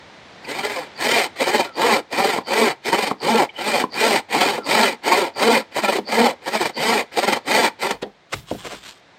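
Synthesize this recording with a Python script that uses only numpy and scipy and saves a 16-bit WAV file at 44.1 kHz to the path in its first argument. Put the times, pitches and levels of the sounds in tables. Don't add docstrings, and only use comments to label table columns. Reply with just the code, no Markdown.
import sys
import numpy as np
from scipy import signal
from scipy.fft import rfft, irfft, next_fast_len
from scipy.io import wavfile
from scipy.ndimage import map_coordinates

SR = 44100
rng = np.random.default_rng(int(sys.argv[2]) if len(sys.argv) > 2 else 0)


def generate_wav(signal):
    frames = np.transpose(np.atleast_2d(signal))
    scaled = np.clip(frames, -1, 1) * 32767
    pcm = np.round(scaled).astype(np.int16)
    wavfile.write(sys.argv[1], SR, pcm)


N = 405058
TIME = np.arange(N) / SR

# start, end, attack and release in seconds, blade level in dB,
# log level in dB, judder base rate in Hz, judder level in dB, zing level in dB.
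PUSH_STROKES = [(0.944, 1.303, 0.13, 0.092, -21, -19.5, 255, -45, -42),
                (1.727, 2.032, 0.13, 0.096, -21.5, -16.5, 248, -32, -39),
                (2.438, 2.759, 0.13, 0.1, -21.5, -18, 238.3, -32, -36),
                (3.183, 3.482, 0.11, 0.065, -24, -18.5, 228, -18, -38),
                (3.899, 4.225, 0.14, 0.071, -20.5, -18.5, 226, -26, -35.5),
                (4.624, 4.981, 0.11, 0.15, -19.5, -18, 211, -22.5, -35.5),
                (5.337, 5.644, 0.099, 0.081, -22, -17.5, 231, -19.5, -37),
                (6.049, 6.359, 0.11, 0.11, -21.5, -18, 244, -16, -33),
                (6.733, 7.059, 0.12, 0.091, -21.5, -18.5, 233.4, -26, -33),
                (7.433, 7.717, 0.097, .069, -20, -18, 242.8, -33, -49)]
# start, end, attack and release in seconds,
# first bite in seconds, first gap between bites in seconds, quickening per gap (no unit),
# dip between bites in dB, blade level in dB, log level in dB.
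RETURN_STROKES = [(0.394, 0.948, 0.13, 0.25, 0.49, 0.1, 0.22, 5.5, -29.5, -26.5),
                  (1.348, 1.732, 0.043, 0.19, 1.407, 0.08, 0.11, 12.5, -22.0, -18),
                  (2.073, 2.456, 0.11, 0.17, 2.12, 0.083, 0.2, 6.5, -22.5, -19),
                  (2.808, 3.16, 0.079, 0.12, 2.86, 0.09, 0.3, 11.0, -23, -19.5),
                  (3.499, 3.873, 0.22, 0.09, 3.67, 0.09, 0.24, 5.5, -21.5, -18.5),
                  (4.275, 4.656, 0.066, 0.23, 4.41, 0.083, 0.21, 4.5, -20.5, -17.5),
                  (5.01, 5.333, 0.07, 0.16, 5.06, 0.075, 0.25, 3.0, -21.5, -17.5),
                  (5.7, 6.014, 0.077, 0.06, 5.767, 0.101, 0.573, 12.5, -23, -19),
                  (6.385, 6.733, 0.15, 0.083, 6.54, 0.095, 0.47, 11, -23.0, -20.5),
                  (7.104, 7.411, 0.066, 0.074, 7.1, 0.089, 0.22, 15, -23.5, -20.5),
                  (7.778, 7.994, 0.051, 0.17, 7.836, 0.081, 0.15, 5, -22, -19)]
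# frequency in Hz, width in Hz, relative level in dB.
LOG_RESONANCES = [(160.6, 34, -13.5), (225.1, 24, 1), (391, 231, -0.5), (557, 85, 4), (693, 116, -1),
                  (915, 128, 2.5), (1126, 143, -7), (1365, 89, -6)]
# frequency in Hz, typical relative level in dB,
# basic time to fade by 60 dB in seconds.
WOOD_TONES = [(199.6, -11.5, 0.16), (251.6, -8.5, 0.12), (317, -5.5, 0.086), (417.5, 3, 0.042),
              (501, -6.5, 0.096), (580, -4.5, 0.031), (714, -1.5, 0.038), (910, -5.5, 0.034)]


def amp(db):
    return 10 ** (np.asarray(db) / 20)


def unit(x):
    return x / np.sqrt(np.mean(x ** 2) + 1e-20)


def along(points, hz):
    f, v = np.transpose(points)
    return np.interp(np.log(hz + 1), np.log(f), v)


def swell(s, half, lean):
    lag = TIME - s + lean * half
    width = half * (1 + lean * np.sign(lag))
    return np.exp(-np.minimum((lag / width) ** 2, 50))


def wobble(rate):
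    points = rng.standard_normal(int(N * rate / SR) + 4)
    return map_coordinates(points, [TIME * rate])


def filtered(x, response):
    m = next_fast_len(N + SR // 2)
    hz = np.fft.rfftfreq(m, 1 / SR)
    return irfft(rfft(x, m) * response(hz), m)[:N]


def coloured(x, spectrum):
    return unit(filtered(x, lambda hz: amp(along(spectrum, hz))))


def resonate(x, peaks):
    def body(f):
        total = 0
        for k, (centre, width, db) in enumerate(peaks):
            damping = 1j * f * width
            total = total + (-1) ** k * amp(db) * damping / (centre * centre - f * f + damping)
        return total
    return unit(filtered(x, body))


def grains(rate, spread_db):
    happens = rng.random(N) < rate / SR
    size = rng.standard_normal(N) * amp(spread_db * rng.standard_normal(N))
    return unit(happens * size)


def shifting(x, depth_db):
    z = signal.stft(x, nperseg=1024)[2]
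    places = np.indices(z.shape) / np.reshape([3, 4], (2, 1, 1))
    field = map_coordinates(rng.standard_normal(z.shape), places)
    return unit(signal.istft(z * amp(depth_db * field), nperseg=1024)[1][:N])


def ring(tones, attack, blur_hz=12):
    t = np.arange(SR // 2) / SR
    y = np.zeros(len(t))
    for hz, db, t60 in tones:
        level = amp(db + rng.normal(0, 2.7) - 60 * t / t60)
        turns = hz * t + rng.random()
        drift = np.cumsum(rng.standard_normal(len(t))) * np.sqrt(2 * np.pi * blur_hz / SR)
        y += level * np.sin(2 * np.pi * turns + drift)
    y = y * (1 - np.exp(-t / attack))
    return y / np.abs(y).max()


def add(track, s, sound):
    part = track[round(s * SR):][:len(sound)]
    part += sound[:len(part)]


def forest():
    # time in seconds, level in dB.
    air_levels = [(0, -44.5), (.9, -42.5), (2.1, -51.5), (7.7, -50), (8.15, -55.5), (9.18, -50.5)]
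    # frequency in Hz, relative level in dB.
    air_spectrum = [(25, -36), (60, -9), (110, -3), (170, -3), (440, -3), (700, -2), (1240, -7.5),
                    (2080, -6), (2840, -12), (3700, -10.5), (7400, -26.5), (10200, -40), (15500, -58)]
    s, db = np.transpose(air_levels)
    level = amp(np.interp(TIME, s, db, left=-120, right=-120))
    return level * amp(0.7 * wobble(7.5)) * coloured(rng.standard_normal(N), air_spectrum)


def trunks(x):
    # frequency in Hz, time to fade by 60 dB in seconds.
    echo_fading = [(150, 0.2), (1000, 0.23), (4000, 0.18), (12000, 0.15)]
    hz, t, z = signal.stft(rng.standard_normal(SR // 2), SR, nperseg=256)
    fade = amp(-60 * t / along(echo_fading, hz)[:, None])
    tail = signal.istft(z * fade, SR, nperseg=256)[1]
    return signal.fftconvolve(x, tail / np.linalg.norm(tail))[:N]


def offcut(ground_t60=0.32, stir_db=-2.0):
    # time in seconds, crunch level in dB,
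    # crunch half length in seconds, wood peak in dB, ground level in dB.
    blows = [(7.912, -16.5, 0.0051, -22, -43), (8.026, -30, 0.0067, -17.5, -61),
             (8.064, -56, .005, -28, -69), (8.336, -19, .01, -29, -28.5),
             (8.513, -37, 0.0051, -11.5, -33.5), (8.548, -50, .005, -26, -40),
             (8.654, -33, 0.013, -27, -53), (8.671, -29.5, 0.0064, -33, -55), (8.728, -33, 0.027, -29, -48)]
    # time in seconds, level in dB, half length in seconds.
    rustles = [(8.364, -45.5, 0.042), (8.513, -45, 0.039), (8.62, -49.5, 0.068), (8.73, -45.5, 0.081),
               (8.868, -46, 0.036), (8.93, -56.5, 0.056)]
    # frequency in Hz, relative level in dB.
    crunch_spectrum = [(120, -53), (200, -19), (399, 2.5), (1070, -4.5), (1510, -5), (1880, -8),
                       (2090, -3.5), (5200, -16), (8050, -17), (10200, -28), (15500, -39)]
    leaf_spectrum = [(300, -8.5), (1200, -2.5), (2400, -7), (3100, -0.5), (4400, -4), (6000, -11),
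                     (8500, -11), (10000, -29), (13000, -21), (15500, -36)]
    ground_spectrum = [(18, -32), (34, -19), (50, 5.5), (75, -13), (130, 0.5), (220, -13), (600, -35.5)]

    wood, crunch, shake = np.zeros((3, N))
    for s, crunch_db, half, wood_db, ground_db in blows:
        age = np.maximum(TIME - s, 0)
        add(wood, s, amp(wood_db) * ring(WOOD_TONES, attack=0.0022))
        crunch += amp(crunch_db) * swell(s, half, lean=0.077)
        shake += amp(ground_db - 60 * age / ground_t60) * (1 - np.exp(-age / 0.0089))
    stirring = sum(amp(db) * swell(s, half, lean=0.22) for s, db, half in rustles)
    crackle = shifting(grains(rate=3000, spread_db=3), depth_db=2.5)
    leaves = stirring * amp(5.5 + stir_db * wobble(51)) * coloured(crackle, leaf_spectrum)
    ground = shake * coloured(rng.standard_normal(N), ground_spectrum)
    fibres = crunch * coloured(grains(rate=14000, spread_db=0.5), crunch_spectrum)
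    return wood + ground + leaves + fibres


def jolt(start_s=8.026, db=-17, t60=0.14, bright_t60=0.038, edge_hz=1100):
    # frequency in Hz, width in Hz, relative level in dB.
    free_saw = [(289, 89, -12), (452, 67, -4), (810, 120, -9.5), (1840, 240, -10), (3380, 260, -8.5),
                (4450, 440, -17), (6760, 380, -36)]
    age = np.maximum(TIME - start_s, 0)
    rattle = resonate(grains(rate=5700, spread_db=3.5), free_saw)
    low = filtered(rattle, lambda hz: 1 / (1 + (hz / edge_hz) ** 4))
    fading = low * amp(-60 * age / t60) + (rattle - low) * amp(-60 * age / bright_t60)
    return amp(db) * (1 - np.exp(-age / 0.00054)) * fading


def knocks(lowest_hz=230):
    # time in seconds, frame peak in dB, wood thud peak in dB (before the bass is thinned).
    bumps = [(2.385, -10, -17.5), (3.112, -5, -14.5), (3.839, -7.5, -12), (4.458, -18, -9.5),
             (4.58, -19, -15.5), (5.984, -13.5, -11)]
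    # frequency in Hz, typical relative level in dB,
    # time to fade by 60 dB in seconds.
    frame_tones = [(196, 6.5, 0.012), (756, -11, 0.035), (860, -8, 0.056), (1026, 2.5, 0.031),
                   (1076, -0.5, 0.027), (1380, -18, 0.031), (2220, -14.5, .015)]
    out = np.zeros(N)
    longer_wood = [(hz, db, t60 * 1.33) for hz, db, t60 in WOOD_TONES]
    for s, db, thud_db in bumps:
        add(out, s, amp(db) * ring(frame_tones, attack=0.00092))
        add(out, s, amp(thud_db) * ring(longer_wood, attack=0.00034))
    return signal.lfilter(*signal.butter(2, lowest_hz, "high", fs=SR), out)


def whistles(start_hz=1380, sag_hz_per_s=1500, half_s=0.057, waver=.025, flutter_db=3.0):
    # middle in seconds, typical level in dB.
    whistle_times = [(1.689, -43.5), (4.61, -42.5)]
    out = np.zeros(N)
    for s, db in whistle_times:
        hz = (start_hz - sag_hz_per_s * (TIME - s)) * (1 + waver * wobble(400))
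        tone = np.sqrt(2) * np.sin(2 * np.pi * np.cumsum(hz) / SR)
        out += amp(db + flutter_db * wobble(140)) * swell(s, half_s, lean=0) * tone
    return out


def zings(chatter_hz=100, push_delay_s=0.054, push_hz=4610, push_half_s=.04):
    # time in seconds, frequency in Hz, level in dB,
    # half length in seconds.
    stray_plucks = [(0.452, 2370, -30, .007), (0.452, 4600, -36.5, 0.0053), (0.523, 2270, -35, 0.018),
                    (3.497, 2250, -35, 0.0063), (3.498, 3050, -36, 0.0062), (3.595, 3015, -36.5, .035)]
    out = np.zeros(N)
    chatter = np.cumsum(chatter_hz * (1 + 0.14 * wobble(47))) / SR
    plucks = np.exp(-2 * (chatter % 1)) * rng.standard_normal(N)
    on_pushes = [(start + push_delay_s, push_hz, zing_db, push_half_s) for start, *_, zing_db in PUSH_STROKES]
    for s, hz, db, half in on_pushes + list(stray_plucks):
        b, a = signal.iirpeak(hz, 11, SR)
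        singing = signal.lfilter(b, a, signal.lfilter(b, a, plucks))
        out += amp(db) * swell(s, half, lean=0.42) * unit(singing)
    return out


def judder(place=.55, half=.05, slowing=0.059, jitter=0.036, edge_hz=700):
    hops, level = np.zeros(N), np.zeros(N)
    unsteady = 1 + jitter * wobble(90)
    for start, end, *_, hz, db, zing_db in PUSH_STROKES:
        s = start + place * (end - start)
        near = np.abs(TIME - s) < 2 * half
        rate = hz * unsteady[near] * (1 - slowing * ((TIME[near] - s) / half) ** 2)
        hops[near] = np.diff(np.floor(np.cumsum(rate) / SR), prepend=0)
        level += amp(db) * swell(s, half, lean=0.041)
    body = resonate(hops * amp(2 * wobble(120)), LOG_RESONANCES)
    body = filtered(body, lambda hz: 1 / (1 + (hz / edge_hz) ** 2))
    return level * body / np.sqrt(np.average(body ** 2, weights=level))


def teeth_passed(push_hz=235, return_hz=205, slowest_hz=70):
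    rate = np.full(N, float(slowest_hz))
    strokes = [(row[0], row[1], push_hz) for row in PUSH_STROKES]
    strokes += [(row[0], row[1], return_hz) for row in RETURN_STROKES]
    for start, end, hz in strokes:
        inside = (TIME > start) & (TIME < end)
        arch = np.sin(np.pi * (TIME[inside] - start) / (end - start)) ** .7
        rate[inside] = np.maximum(slowest_hz, hz * arch)
    return np.cumsum(rate * (1 + .03 * wobble(35))) / SR


def repeated(x, teeth, likeness, count=3):
    total = x
    for k in range(1, count + 1):
        earlier = x[np.searchsorted(teeth, teeth - k)]
        total = total + likeness ** k * earlier
    return unit(total)


def ramps(start, end, attack, release):
    rise = np.clip(np.minimum((TIME - start) / attack, (end - TIME) / release), 0, 1)
    return np.sin(np.pi / 2 * rise)


def stroke(start, end, attack, release, linger_s=0.0032, ease_s=0.012):
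    blade = ramps(start, end, attack, release) ** 2.42
    log = ramps(start, end + linger_s, attack + ease_s, release + ease_s) ** 2.01
    return np.array([blade, log])


def skipping(first, gap, quicken, fade=0.32, skew=1.94, narrow=1.42):
    age = np.maximum(TIME - first, -gap) / gap
    cycle = (age + quicken * age * np.abs(age)) % 1
    return np.exp(-fade * np.abs(age)) * np.sin(np.pi * cycle ** skew) ** narrow


def stroke_force(log_dip=1.52, bite_lift=0.1, first_bite_db=-1.5):
    force = np.zeros((2, N))
    for start, end, attack, release, blade_db, log_db, *_ in PUSH_STROKES:
        force += amp([[blade_db], [log_db]]) * stroke(start, end, attack, release)
    for start, end, attack, release, first, gap, quicken, depth_db, blade_db, log_db in RETURN_STROKES:
        dip_db = depth_db * (skipping(first, gap, quicken) - bite_lift)
        dip_db = dip_db - first_bite_db * np.clip(2 * (first - TIME) / gap + 1, 0, 1)
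        levels_db = [blade_db - dip_db, log_db - log_dip * dip_db]
        force += amp(levels_db) * stroke(start, end, attack, release)
    return force


def deepening(log, low_hz=208, width_hz=40, loosen_s=2.7):
    stiffness = np.clip(1 - (TIME / loosen_s) ** 3, 0, 1)
    low_ring = filtered(log, lambda hz: np.exp(-((hz - low_hz) / width_hz) ** 2))
    return log - 0.7 * stiffness * low_ring


def sawing(tear_s=0.0078, tooth_scatter_db=2.5, rub=1.0, dull_db=-48):
    # frequency in Hz, width in Hz, relative level in dB.
    blade_resonances = [(1665, 392, -10), (1996, 205, -3.5), (2390, 198, -6), (3093, 119, -5.5),
                        (3270, 940, -14), (4610, 1020, -13.5), (6810, 720, -22.5), (8427, 636, -21),
                        (10770, 224, -30), (12450, 1460, -31), (15700, 500, -47)]
    blade_force, log_force = stroke_force()
    teeth = teeth_passed()
    age = (teeth % 1) / (np.gradient(teeth) * SR)
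    depth = amp(tooth_scatter_db * rng.standard_normal(N))[teeth.astype(int)]
    snags = amp(1.4 * wobble(100))
    tearing = snags * (rub + depth * np.exp(-age / tear_s))
    fine = repeated(grains(rate=10000, spread_db=2), teeth, likeness=.5)
    coarse = repeated(grains(rate=4000, spread_db=1.5), teeth, likeness=.6)
    blade = resonate(shifting(tearing * fine, depth_db=2.2), blade_resonances)
    log = resonate(shifting(tearing * coarse, depth_db=2.5), LOG_RESONANCES)
    bright = blade_force / (blade_force + amp(dull_db))
    dull = filtered(blade, lambda hz: 1 / (1 + (hz / 5200) ** 8))
    hiss = dull + 1.27 * bright * (blade - dull)
    return blade_force * hiss + log_force * deepening(log)


def scene():
    near = offcut() + jolt() + knocks() + whistles() + zings() + judder() + sawing()
    return (near + amp(-17.5) * trunks(near) + forest())[None]


def record(dry, lowest_hz=32, top_hz=15900):
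    thinned = signal.lfilter(*signal.butter(3, lowest_hz, "high", fs=SR), dry[0])
    return filtered(thinned, lambda hz: hz < top_hz)[None]


dry = scene()
out = record(dry)
generate_wav(out)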